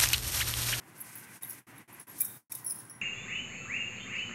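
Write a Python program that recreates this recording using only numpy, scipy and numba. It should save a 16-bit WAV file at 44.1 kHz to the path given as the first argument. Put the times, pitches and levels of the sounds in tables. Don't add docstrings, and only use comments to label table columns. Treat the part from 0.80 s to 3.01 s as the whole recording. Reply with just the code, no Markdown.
import sys
import numpy as np
from scipy import signal
from scipy.fft import rfft, irfft
from scipy.io import wavfile
from scipy.ndimage import uniform_filter1d
from numba import njit

SR = 44100
rng = np.random.default_rng(int(sys.argv[2]) if len(sys.argv) > 2 else 0)


def put_to_file(sound):
    columns = np.atleast_2d(sound).T
    safe = np.clip(columns, -1, 1)
    whole_steps = np.round(safe * 32767)
    wavfile.write(sys.argv[1], SR, whole_steps.astype(np.int16))


def natural_amplitude(level_db):
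    exponent = np.asarray(level_db, float) / 20
    return 10 ** exponent


N = 97637

# f/Hz, level/dB per Hz
HUM_SPECTRUM = [(30, -38), (70, -14), (124, 1), (329, -1), (480, -12), (800, -8.5), (1900, -10.5),
                (2600, -17.5), (4300, -28)]
# f/Hz, width/Hz, level/dB
DUCT_RESONANCES = [(998, 310, -67.5), (1555, 170, -74), (1946, 240, -72.5)]
# t/s, level/dB
HAND_EFFORT = [(0.0, -70.5), (0.17, -57), (0.35, -54), (0.58, -56), (0.72, -54), (0.82, -61), (0.95, -66),
               (1.23, -58), (1.33, -56.5), (1.41, -51), (1.55, -60), (1.76, -51.5), (1.89, -61.5),
               (1.95, -59), (2.1, -68), (2.21, -73)]
# f/Hz, level/dB per Hz
SKIN_SPECTRUM = [(2500, -6), (4600, -2.5), (6200, 2), (7400, 0), (8600, 5.5), (11200, 5), (13000, 1),
                 (15700, -12)]
# t/s, level/dB
CLOTH_RUSTLE = [
    (0, -73),
    (.2, -64),
    (.55, -58.5),
    (.78, -59),
    (1.001, -62.5),
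    (1.3, -65),
    (1.5, -72),
    (2.21, -96),
]
# t/s, peak level/dB, favoured f/Hz, rattle length/s
STACK_CLASHES = [(0.178, -33, 11100, 0.024), (0.204, -24.5, 10800, .006), (0.211, -27, 11000, 0.013),
                 (0.241, -41, 11000, 0.03), (0.354, -24.5, 10600, 0.0084), (0.363, -32, 10800, 0.0064),
                 (0.374, -27, 10600, 0.033), (0.622, -27, 10300, 0.004), (0.626, -24.5, 11000, 0.0036),
                 (0.6324, -17, 11600, 0.0019), (.635, -30, 11200, 0.0055), (.645, -24, 11800, .004),
                 (.650, -32, 11600, .012), (0.673, -31, 11600, 0.021), (0.696, -23.5, 11000, 0.015),
                 (0.71, -29, 10900, 0.023), (0.964, -46, 10700, 0.018), (0.98, -37.5, 11200, 0.014),
                 (1.127, -32, 11540, 0.022), (1.197, -32.5, 10800, 0.014), (1.27, -33, 11600, 0.033),
                 (1.329, -36.5, 9700, 0.025), (1.382, -27, 11500, 0.006), (1.3877, -24, 10400, 0.004),
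                 (1.4, -24, 11500, 0.004), (1.404, -27.5, 8500, .002), (1.4058, -10, 11300, .003),
                 (1.4088, -13, 11300, .002), (1.412, -11.5, 11500, 0.00078), (1.4135, -16.5, 11300, .002),
                 (1.416, -12.5, 11000, .003), (1.421, -19.5, 11000, 0.004), (1.424, -29, 11500, .012),
                 (1.446, -22, 11400, 0.0087), (1.451, -25.5, 11100, .013), (1.719, -20, 11500, .002),
                 (1.7202, -19.5, 10940, 0.0044), (1.7245, -25, 12000, 0.0066), (1.739, -31, 12300, .009),
                 (1.749, -22.5, 10200, 0.0076), (1.762, -30.5, 10600, .015), (1.8447, -27, 11200, 0.01),
                 (1.863, -30, 12000, .018), (1.896, -26, 11100, 0.025), (1.912, -35, 11500, .018),
                 (1.953, -33, 10900, .02), (1.987, -36, 10900, 0.014), (2.095, -41, 11200, 0.01)]
# f/Hz, level/dB, t60/s
STACK_MODES = [(5630, -28, 0.024), (6640, -31.5, .012), (8530, -21, 0.019), (10430, -8.5, 0.015),
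               (10110, -7, 0.02), (10800, -2.5, .02), (11200, -3, .022), (11600, -9, 0.054),
               (12400, -5, 0.017), (12670, -5, 0.011), (14200, -3, 0.011), (14200, -2.5, 0.0094),
               (15230, -10, .014), (15100, -1.5, .014)]
LOOSE_STRIKES = { "wide": [(1.325, -50.5), (1.752, -37.5), (1.848, -39.5), (1.898, -28.5), (1.9075, -23.5),
                 (1.918, -33), (1.926, -36), (1.940, -44), (1.947, -42), (1.958, -42), (1.966, -44),
                 (1.973, -43), (2.003, -45)], "slim": [(.960, -52.5), (1.198, -42.5), (1.212, -45),
                 (1.228, -42.5), (1.863, -28.5), (1.876, -30.5), (1.889, -32), (1.938, -50), (1.987, -37.5),
                 (1.997, -37), (2.018, -44), (2.050, -52), (2.078, -58), (2.097, -36.5)],
                 "free": [(1.856, -39), (1.866, -34.5), (1.879, -43), (1.903, -34.5), (2.104, -41),
                 (2.125, -54), (2.150, -46), (2.185, -63)], "thick": [(.632, -47.5), (.980, -61.5),
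                 (1.410, -53), (1.425, -53.5), (1.445, -58), (1.463, -60), (1.483, -55.5), (1.500, -54.5),
                 (1.518, -55), (1.535, -58.5), (1.550, -59), (1.720, -50.5), (1.752, -54)],
                 "heavy": [(1.407, -38), (1.720, -46)], "small": [(.402, -51), (.420, -49), (.648, -40),
                 (.666, -47), (.678, -40), (.982, -57), (1.140, -47.5), (1.283, -43.5), (1.297, -43.5),
                 (1.312, -48), (1.434, -37.5), (1.785, -43)], "dull": [(.703, -50.5), (1.385, -53),
                 (1.391, -51), (1.411, -43), (1.447, -45), (1.460, -51.5), (1.721, -44.5), (1.900, -47.5)],
                 "bead": [(1.404, -34), (1.722, -45), (1.751, -35)], "wrist": [(1.095, -51.5),
                 (1.110, -53.5)]}
SKIN_CHOKES = {"wide": [1.790, 1.904, 1.934, 1.955, 1.982], "slim": [1.897, 2.008], "thick": [.643, 1.732,
               1.775], "small": [.662, .692, 1.793], "heavy": [1.445, 1.727], "free": [1.935, 1.9]}
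LOOSE_MODES = {"wide": [(5180, -16, 0.027), (9820, 0, 0.049), (10100, -16.5, .1), (13500, -12, .03),
               (15700, -16, 0.037)], "slim": [(5510, -17.5, 0.04), (6000, -19.5, .025), (10640, 1.5, 0.04),
               (14500, -17, .025), (15680, -16, .04)], "free": [(5690, -16.5, 0.16), (10300, -4, 0.14),
               (10200, -3.5, 0.057)], "thick": [(3760, -3, 0.057), (3680, -2.5, 0.046)],
               "heavy": [(2375, -4.5, 0.068), (2090, -4, 0.019)], "dull": [(5580, -2.5, 0.038),
               (5950, -1.5, 0.028), (6670, -2, 0.03), (7990, -1, .03), (8576, -1.5, .03)],
               "bead": [(5320, -4, .006), (6300, 0, .005), (7100, 3, 0.0045), (8100, 1, .008)],
               "wrist": [(984, 1, 0.086)], "small": [(11600, -4, 0.049), (11600, -4.5, 0.035)]}
# start of closing t/s, reopening t/s
GATE_PAUSES = [
    (0.568, 0.609),
    (0.791, 0.8664),
    (1.017, 1.076),
    (1.213, 1.267),
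    (1.571, 1.696),
]
STACK_SPREAD = 0.011


def level(x, db):
    return x * natural_amplitude(db) / np.sqrt(np.mean(x ** 2))


def colour(spectrum):
    hz, db = np.array(spectrum).T
    bins_hz = np.maximum(np.arange(N // 2 + 1) * SR / N, 1)
    shape = natural_amplitude(np.interp(np.log(bins_hz), np.log(hz), db))
    return level(irfft(rfft(rng.standard_normal(N)) * shape, N), 0)


def band(hz, width_hz, db):
    b, a = signal.iirpeak(hz, hz / width_hz, fs=SR)
    once = signal.lfilter(b, a, rng.standard_normal(N))
    return level(signal.lfilter(b, a, once), db)


def walk(rate_hz):
    k = int(SR / rate_hz)
    steps = np.repeat(rng.standard_normal(N // k + 1), k)
    return 3.8 * uniform_filter1d(uniform_filter1d(steps, k), k)[:N]


@njit
def ring(n, start, stop, pole, gain, rise, choked, choke):
    out = np.zeros(n)
    for k in range(len(start)):
        z, soft = gain[k] + 0j, 1.
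        for i in range(start[k], min(n, stop[k])):
            soft *= rise
            out[i] += z.imag * (1 - soft)
            z *= pole[k] * (choke if i > choked[k] else 1.)
    return out


def strike(times, gains, hz, t60, choked_s=N / SR):
    contact_s, choke_t60_s = 0.00042, 0.004
    together = np.broadcast_arrays(times, gains, hz, np.maximum(t60, .002), choked_s)
    s, gain, f, t60, choked = [np.ravel(v) * 1. for v in together]
    pole = np.exp(2j * np.pi * np.minimum(f / SR, .45) - np.log(1000) / (t60 * SR))
    stop = np.minimum(s + t60, np.maximum(s, choked) + choke_t60_s)
    return ring(N, (s * SR).astype(int), (stop * SR).astype(int), pole, gain, np.exp(-1 / (contact_s * SR)),
                (choked * SR).astype(int), natural_amplitude(-60 / (choke_t60_s * SR)))


def hum():
    ducts = sum(band(*d) * natural_amplitude(1.85 * walk(5.82)) for d in DUCT_RESONANCES)
    air = colour(HUM_SPECTRUM) * natural_amplitude(-56.5 + 0.3 * walk(8.3))
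    fan = band(117.3, 15.4, -65)
    return air + fan + ducts


def kneading():
    shivers_per_s, shiver_db = 500, 6
    effort_db = np.interp(np.arange(N) / SR, *np.array(HAND_EFFORT).T)
    hiss = colour(SKIN_SPECTRUM) * natural_amplitude(effort_db - 1.0 + 0.88 * walk(46.33))
    count = int(shivers_per_s * N / SR)
    times = rng.uniform(0, N / SR, count)
    hz, db, t60 = np.array(STACK_MODES)[rng.integers(3, 9, count)].T
    jolt_db = shiver_db * np.minimum(rng.exponential(size=count), 2) - 9.0
    db = db + effort_db[(times * SR).astype(int)] + jolt_db
    return hiss + strike(times, natural_amplitude(db), hz * (1 + STACK_SPREAD * rng.standard_normal(count)), t60)


def cloth():
    rustle_db = np.interp(np.arange(N) / SR, *np.array(CLOTH_RUSTLE).T)
    rub = band(2160, 1000, 0) + band(1570, 140, -5) + band(1970, 160, -6)
    return rub * natural_amplitude(rustle_db + .5 * walk(5.7))


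def stack(count=9):
    start, peak_db, favoured_hz, rattle_s = np.array(STACK_CLASHES).T[..., None]
    mode_hz, mode_db, mode_t60 = np.array(STACK_MODES).T
    shape = (len(start), count)
    place = np.abs(np.arange(count) + .4 * rng.standard_normal(shape)) / count
    place[:, 0] = 0
    times = start + place * rattle_s
    first_db = 5 * (place == 0)
    uneven_db = 3.74 * rng.standard_normal(shape) * (place > 0)
    db = peak_db - 4 * place + uneven_db + first_db - 13
    db = db + 10 * np.log10(np.clip(rattle_s / 0.014, .05, 1))

    soft = np.clip((-14 - peak_db) / 30, 0, 1)
    octaves_off = np.log2(mode_hz / favoured_hz)
    near_db = 20.5 * soft * (np.exp(-(octaves_off / 0.083) ** 2) - 1)
    scatter_db = 3.5 * rng.standard_normal((*shape, len(mode_hz)))
    gains = natural_amplitude(db[..., None] + mode_db + near_db[:, None] + scatter_db)
    detune = rng.standard_normal((*shape, len(mode_hz)))
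    hz = mode_hz * (1 + STACK_SPREAD * detune[:, :1] + 0.0077 * detune)
    settled_s = start + rattle_s + 0.0012
    modes = strike(times[..., None], gains, hz, mode_t60, settled_s[..., None])
    return modes, crack(times, db - 13 * soft)


def crack(times, db):
    blows = np.zeros(N)
    np.add.at(blows, (times * SR).astype(int).ravel(), natural_amplitude(db).ravel())
    puff = np.exp(-np.arange(400) / (0.0011 * SR))
    noise = np.convolve(blows, puff)[:N] * rng.standard_normal(N)
    treble = signal.butter(6, 9000, "high", fs=SR, output="sos")
    return natural_amplitude(-1.5) * signal.sosfilt(treble, noise)


def loose(count=3):
    chatter_s, chatter_db, pitch_spread = 0.0055, -7, 0.0042
    rows = []
    for name, strikes in LOOSE_STRIKES.items():
        for start, peak_db in strikes:
            choked_s = min([c for c in SKIN_CHOKES.get(name, []) if c > start] + [N / SR])
            for bounce in range(count):
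                s = start + bounce * chatter_s * np.exp(0.33 * rng.standard_normal())
                for hz, mode_db, t60 in LOOSE_MODES[name]:
                    db = peak_db + mode_db + bounce * chatter_db + 2.5 * rng.standard_normal()
                    off_hz = hz * (1 + pitch_spread * rng.standard_normal())
                    rows.append((s, natural_amplitude(db), off_hz, t60, choked_s))
    return strike(*np.array(rows).T)


def room(x):
    lag = np.arange(SR // 2) / SR
    tail = rng.standard_normal(len(lag)) * natural_amplitude(-60 * lag / 0.59) * np.minimum(lag / 0.0054, 1)
    return signal.fftconvolve(x, tail / np.sqrt(np.sum(tail ** 2)))[:N] * natural_amplitude(-7)


def scene():
    bed = hum() + kneading() + cloth()
    damped, cracks = stack()
    chimes = loose()
    wet = room(cracks + damped * natural_amplitude(-5) + chimes * natural_amplitude(-5))
    return (bed + damped + cracks + chimes + wet)[None]


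def roll_off(x):
    return signal.sosfilt(signal.butter(12, 16960, fs=SR, output="sos"), x)


def record(dry):
    close_db_per_s, open_s, top_hz = 466, 0.0069, 15720
    t = np.arange(N) / SR
    gain = np.ones(N)
    for shut, opens in GATE_PAUSES:
        low = natural_amplitude(-close_db_per_s * np.clip(t - shut, 0, opens - shut))
        recovery = np.exp(-np.maximum(t - opens, 0) / open_s)
        gain = gain * (1 - (1 - low) * recovery)
    top_cut = signal.ellip(10, .2, 70, top_hz, fs=SR, output="sos")
    mix = signal.sosfilt(top_cut, dry * gain)
    return roll_off(mix)


dry = scene()
out = record(dry)
put_to_file(out)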